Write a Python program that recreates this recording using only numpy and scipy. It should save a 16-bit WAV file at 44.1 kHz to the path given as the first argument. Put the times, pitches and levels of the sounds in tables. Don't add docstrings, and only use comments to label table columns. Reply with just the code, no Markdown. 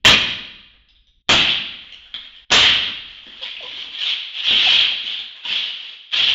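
import sys
import numpy as np
from scipy import signal
from scipy.fft import rfft, irfft
from scipy.io import wavfile
from scipy.ndimage import uniform_filter1d, map_coordinates

SR = 44100
rng = np.random.default_rng(int(sys.argv[2]) if len(sys.argv) > 2 else 0)


def wav_out(sig):
    wavfile.write(sys.argv[1], SR, np.round(np.clip(np.atleast_2d(sig).T, -1, 1) * 32767).astype(np.int16))


N = 279594

# (time [s], first touch level [dB], blow level [dB], thud level [dB],
# crumbling level [dB], crumbling hold [s])
BLOWS = [(0.049, -17, 1.5, 1, -12, 0.049), (1.291, -16.5, 1.5, -1.5, -15, .12),
         (2.517, -1.5, 6, -3, -15.5, 0.15)]
# (time [s], rise [dB/s], hold [s], crunch level [dB], flexing level [dB])
SHOVES = [(3.08, 204, 0.053, -42.5, -55), (3.285, 401, .08, -43, -48), (3.424, 216.5, 0.018, -27.5, -47.5),
          (3.626, 201.5, 0.2, -33, -41.5), (4.025, 139, 0.054, -20, -50.5),
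          (4.362, 302.5, 0.064, -26.5, -57), (4.466, 250, 0.32, -14.5, -33),
          (5.068, 195.5, 0.034, -26, -49.5), (5.45, 706, .11, -21.5, -45.5),
          (5.621, 199.5, .04, -26.5, -55.5), (5.805, 195, 0.11, -36.5, -55.5),
          (6.135, 951, 0.14, -14.5, -33)]
# (frequency [Hz], level [dB])
CRUNCH_SPECTRUM = [(60, -33.5), (400, -15), (1000, -10.5), (2000, -9), (3200, 1), (5000, -5), (7000, -10)]
# (frequency [Hz], level [dB])
FLEX_SPECTRUM = [(20, -7.5), (60, -0.5), (140, 0), (250, 8.5), (420, 2.5), (750, 1), (1500, -1.5),
                 (4000, -27.5)]

RELEASE_DB_PER_S = 138.5


def amp(db):
    return 10 ** (np.asarray(db) / 20)


def unit(x):
    return x / np.sqrt(np.mean(x ** 2) + 1e-20)


def along(points, hz):
    f, v = np.transpose(points)
    return np.interp(np.log(hz + 1), np.log(f + 1), v)


def add(track, s, sound):
    start = max(round(s * SR), 0)
    part = sound[:max(N - start, 0)]
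    track[start:start + len(part)] += part


def response(points, size=8192):
    log_magnitude = np.log(amp(along(points, np.fft.rfftfreq(size, 1 / SR))))
    cepstrum = irfft(log_magnitude)
    cepstrum[1:size // 2] *= 2
    cepstrum[size // 2 + 1:] = 0
    return irfft(np.exp(rfft(cepstrum)))


def colour(x, points):
    return signal.fftconvolve(x, response(points))[:N]


def low_pass(x, hz):
    return signal.sosfilt(signal.ellip(12, .1, 90, hz, fs=SR, output="sos"), x)


def burst(t60):
    t = np.arange(SR // 2) / SR
    return rng.standard_normal(len(t)) * amp(-60 * t / t60)


def wobble(rate):
    knots = np.arange(N) * rate / SR
    return map_coordinates(rng.standard_normal(int(knots[-1]) + 4), [knots])


def effort(t, start, hold, rise, release):
    building = rise * np.maximum(start - t, 0)
    ebbing = release * np.maximum(t - start - hold, 0)
    return amp(-building - ebbing)


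def fractures(rate, spread_db, pitch_hz, ring, snap, size=500):
    rows = rng.random((int(rate * N / SR), 4))
    start = (rows[:, 0] * N).astype(int)
    strength = amp(spread_db * rows[:, 1] ** 2) * np.sign(rows[:, 2] - .5)
    hz = pitch_hz * 2 ** (2 * rows[:, 3] - 1)
    t = np.arange(size) / SR
    rings = strength[:, None] * np.sin(2 * np.pi * hz[:, None] * t) * amp(-60 * t / ring)
    places = start[:, None] + np.arange(size)
    ringing = np.bincount(places.ravel(), rings.ravel(), N)[:N]
    snapping = np.bincount(start, strength, N)
    return unit(0.48 * unit(ringing) + snap * unit(snapping))


def blows():
    # (frequency [Hz], level [dB])
    strike_spectrum = [(100, -15.5), (500, 0.5), (800, 0), (1300, 3), (2200, -2), (3000, 0), (5000, 0.5),
                       (7000, 6)]
    thud_spectrum = [(20, -1), (60, 9), (120, 9), (190, 9.5), (250, 13.5), (400, 1), (540, 7.5), (720, 5),
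                     (1000, -1), (1500, 2), (4000, -28.5)]
    shard_spectrum = [(60, -28), (400, -18), (1000, -14.5), (2000, -1.5), (2700, 3.5), (3300, 2),
                      (4500, -2), (7000, -19.5)]
    strike_t60_s, thud_t60_s = 0.098, .12
    attack_s, release_db_per_s = .04, 146
    strike, thud, crumble = np.zeros((3, N))
    t = np.arange(SR) / SR
    for s, _, db, thud_db, crumble_db, hold in BLOWS:
        add(strike, s, amp(db) * burst(strike_t60_s))
        add(thud, s, amp(thud_db) * burst(thud_t60_s))
        spreading = 1 - np.exp(-t / attack_s)
        ebbing_db = release_db_per_s * np.maximum(t - hold, 0)
        add(crumble, s, amp(crumble_db - ebbing_db) * spreading)
    crumble = crumble * fractures(rate=400, spread_db=20.5, pitch_hz=2695, ring=0.011, snap=0.97)
    return colour(strike, strike_spectrum) + colour(thud, thud_spectrum) + colour(crumble, shard_spectrum)


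def cracks():
    # (time [s], snap level [dB], knock level [dB])
    single_cracks = [(.095, 9, -9), (.738, -50.5, -36), (1.503, -5, -23), (1.924, -15.5, -52),
                     (2.141, -13, -24), (2.364, -27, -63.5), (2.504, -6, -9), (2.877, -14, -16.5),
                     (3.266, -24, -27.5), (4.014, -10, -43.5), (4.509, -3, -12.5), (4.657, -4, -26),
                     (4.915, -11, -21.5), (5.04, -15, -25.5), (5.191, -12, -29.5), (5.452, -11.5, -24),
                     (5.505, -10, -19.5)]
    touch_lead_s = 0.0052
    touch_knock_db = -3.5
    give_snap_db, give_knock_db = 6.5, -21.5
    touches = [(s - touch_lead_s, db, db + touch_knock_db) for s, db, *_ in BLOWS]
    gives = [(s, db + give_snap_db, db + give_knock_db) for s, _, _, db, _ in SHOVES]
    snaps, knocks = np.zeros((2, N))
    for s, db, knock_db in list(single_cracks) + touches + gives:
        add(snaps, s, amp(db) * burst(t60=0.0071))
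        add(knocks, s, amp(knock_db) * burst(t60=0.024))
    return colour(snaps, CRUNCH_SPECTRUM) + colour(knocks, FLEX_SPECTRUM)


def push():
    # (frequency [Hz], level [dB])
    frame_spectrum = [(20, 9), (55, 16), (130, 20.5), (250, -0.5), (600, -21), (2000, -41)]
    flex_lag_s, flex_release_db_per_s = 0.019, 124.5
    lurch_db = 3.5
    t = np.arange(N) / SR
    grinding = np.max([amp(db) * effort(t, s, hold, rise, RELEASE_DB_PER_S)
                       for s, rise, hold, db, _ in SHOVES], axis=0)
    bending = np.max([amp(db) * effort(t, s + flex_lag_s, hold, rise, flex_release_db_per_s)
                      for s, rise, hold, _, db in SHOVES], axis=0)
    crunch = grinding * fractures(rate=900, spread_db=22.5, pitch_hz=3580, ring=0.0091, snap=1.014)
    flex = bending * unit(amp(lurch_db * wobble(rate=45)) * rng.standard_normal(N))
    sway = amp(19.5) * bending ** 2 * rng.standard_normal(N)
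    return colour(crunch, CRUNCH_SPECTRUM) + colour(flex, FLEX_SPECTRUM) + colour(sway, frame_spectrum)


def trickle():
    # (start [s], end [s], level [dB])
    spells = [(1.703, 2.341, -49), (2.8, 5.847, -46.5)]
    # (frequency [Hz], level [dB])
    chip_spectrum = [(100, -25.5), (500, -5), (1200, -6.5), (3000, -1), (7000, -4.5)]
    t = np.arange(N) / SR
    flow = sum(amp(db) * effort(t, start, end - start, RELEASE_DB_PER_S, RELEASE_DB_PER_S)
               for start, end, db in spells)
    patter = flow * fractures(rate=160, spread_db=18.5, pitch_hz=1805, ring=0.017, snap=.7)
    return colour(patter, chip_spectrum)


def splinters():
    # (time [s], pitch [Hz], level [dB])
    slivers = [(.886, 5140, -26.5), (.886, 3740, -32), (.951, 3600, -33.5), (1.07, 3720, -32.5),
               (1.07, 5860, -34), (2.141, 3680, -10.5), (2.146, 3280, -14), (3.566, 2700, -11)]
    ring_t60_s = .01
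    out, t = np.zeros(N), np.arange(SR // 2) / SR
    for s, hz, db in slivers:
        chatter = burst(t60=0.045)
        mode = amp(-60 * t / ring_t60_s) * np.sin(2 * np.pi * hz * t)
        ring = signal.fftconvolve(chatter, mode)[:len(t)]
        add(out, s, amp(db) * (ring / np.linalg.norm(ring) + 0.2 * chatter / np.linalg.norm(chatter)))
    return out


def squeaks():
    # (time [s], length [s], start pitch [Hz], end pitch [Hz], level [dB])
    seal_rubs = [(3.405, 0.04, 581, 458, -40.5), (3.406, 0.059, 938, 996, -41.5),
                 (3.599, 0.021, 740, 602, -39), (3.615, 0.049, 566, 488, -37.5),
                 (3.61, 0.093, 947, 1029, -40.5), (4.661, 0.026, 807, 706, -23),
                 (5.445, 0.03, 1040, 995, -34.5)]
    out = np.zeros(N)
    for s, length, start_hz, end_hz, db in seal_rubs:
        n = int(length * SR)
        slip, grip = (unit(uniform_filter1d(rng.standard_normal(SR // 4), size=90))[:n] for _ in range(2))
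        hz = np.linspace(start_hz, end_hz, n) * (1 + 0.09 * slip)
        phase = 2 * np.pi * np.cumsum(hz) / SR
        add(out, s, amp(db + 2.5 * grip) * np.hanning(n) * np.sin(phase))
    return out


def hall(x, early_db, early_t60, tail_db, count=6):
    # (frequency [Hz], t60 [s])
    reverberation = [(60, 1), (200, 0.91), (600, 0.72), (1400, 0.88), (2800, 0.91), (4000, 0.95),
                     (5400, 0.69), (7000, 0.48)]
    hz, t, z = signal.stft(rng.standard_normal((count, SR)), SR, nperseg=256)
    decay = amp(-60 * t / along(reverberation, hz)[:, None])
    tails = signal.istft(z * decay, SR, nperseg=256)[1]
    delay = np.arange(tails.shape[1]) / SR
    sparse = rng.random(tails.shape) < 350 / SR
    echoes = rng.standard_normal(tails.shape) * sparse * amp(-60 * delay / early_t60)
    paths = sum(amp(db) * h / np.linalg.norm(h, axis=1, keepdims=True)
                for db, h in [(tail_db, tails), (early_db, echoes)])
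    spots = np.array([wobble(rate=70) for _ in range(count)])
    spots = spots / np.linalg.norm(spots, axis=0)
    return signal.fftconvolve(x * spots, paths, axes=1).sum(axis=0)[:N]


def rumble():
    # (frequency [Hz], level [dB])
    hush_spectrum = [(20, -3), (45, 2), (70, -9), (110, -20), (300, -28.5), (800, -57.5), (3000, -49.5),
                     (7000, -60)]
    level_db, hold_s, fade_db_per_s = -58, 3.1, 11
    fade_db = fade_db_per_s * np.maximum(np.arange(N) / SR - hold_s, 0)
    return amp(level_db - fade_db) * unit(colour(rng.standard_normal(N), hush_spectrum))


def scene():
    # (start [s], end [s], level [dB])
    dips = [(1.222, 1.27, -18), (2.451, 2.494, -16)]
    t = np.arange(N) / SR
    crashes = blows()
    crunch = push() + trickle()
    snaps = cracks() + splinters()
    rubs = squeaks()
    direct = amp(-8.5) * crashes + amp(-9.5) * crunch + amp(-6.5) * snaps + amp(1.5) * rubs
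    room = hall(crashes + crunch + snaps + amp(-3) * rubs, early_db=-2.5, early_t60=.22, tail_db=-4.5)
    dips_db = sum(db * ((t > start) & (t < end)) for start, end, db in dips)
    dip_gain = amp(uniform_filter1d(1. * dips_db, size=300))
    return ((direct + room + rumble()) * dip_gain)[None]


def overload(x, top, hardness):
    return x / (1 + np.abs(x / top) ** hardness) ** (1 / hardness)


def limiter(x, ceiling_db, size=900):
    level = np.sqrt(np.abs(uniform_filter1d(x ** 2, size)) + 1e-12)
    gain = np.minimum(1, amp(ceiling_db) / level)
    return x * uniform_filter1d(gain, size)


def late_gain(x, idle_db, trigger):
    lag = round(.101 * SR)
    loud_yet = np.maximum.accumulate(np.abs(x)) > trigger
    tripped = np.pad(loud_yet, (lag, 0))[:N]
    return x * amp(idle_db * (1 - uniform_filter1d(tripped.astype(float), size=60)))


def record(dry):
    # (frequency [Hz], level [dB])
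    port_spectrum = [(100, -15), (1000, -16.5), (1700, -11.5), (2200, -8.5), (2650, -5.5), (3000, -2),
                     (3290, 0), (3500, -5), (3700, -7.5), (4000, -11), (4600, -16), (5400, -21),
                     (7000, -28.5)]
    band_hz, top_hz, full_scale = 7350, 16400, .71
    x = colour(dry[0], port_spectrum) / np.linalg.norm(response(port_spectrum))
    x = overload(x, top=.45, hardness=12)
    x = limiter(x, ceiling_db=-10.0)
    x = low_pass(x, band_hz)
    x = late_gain(x, idle_db=3.5, trigger=.3)
    x = np.clip(x, -full_scale, full_scale)
    return low_pass(x, top_hz)[None]


dry = scene()
out = record(dry)
wav_out(out)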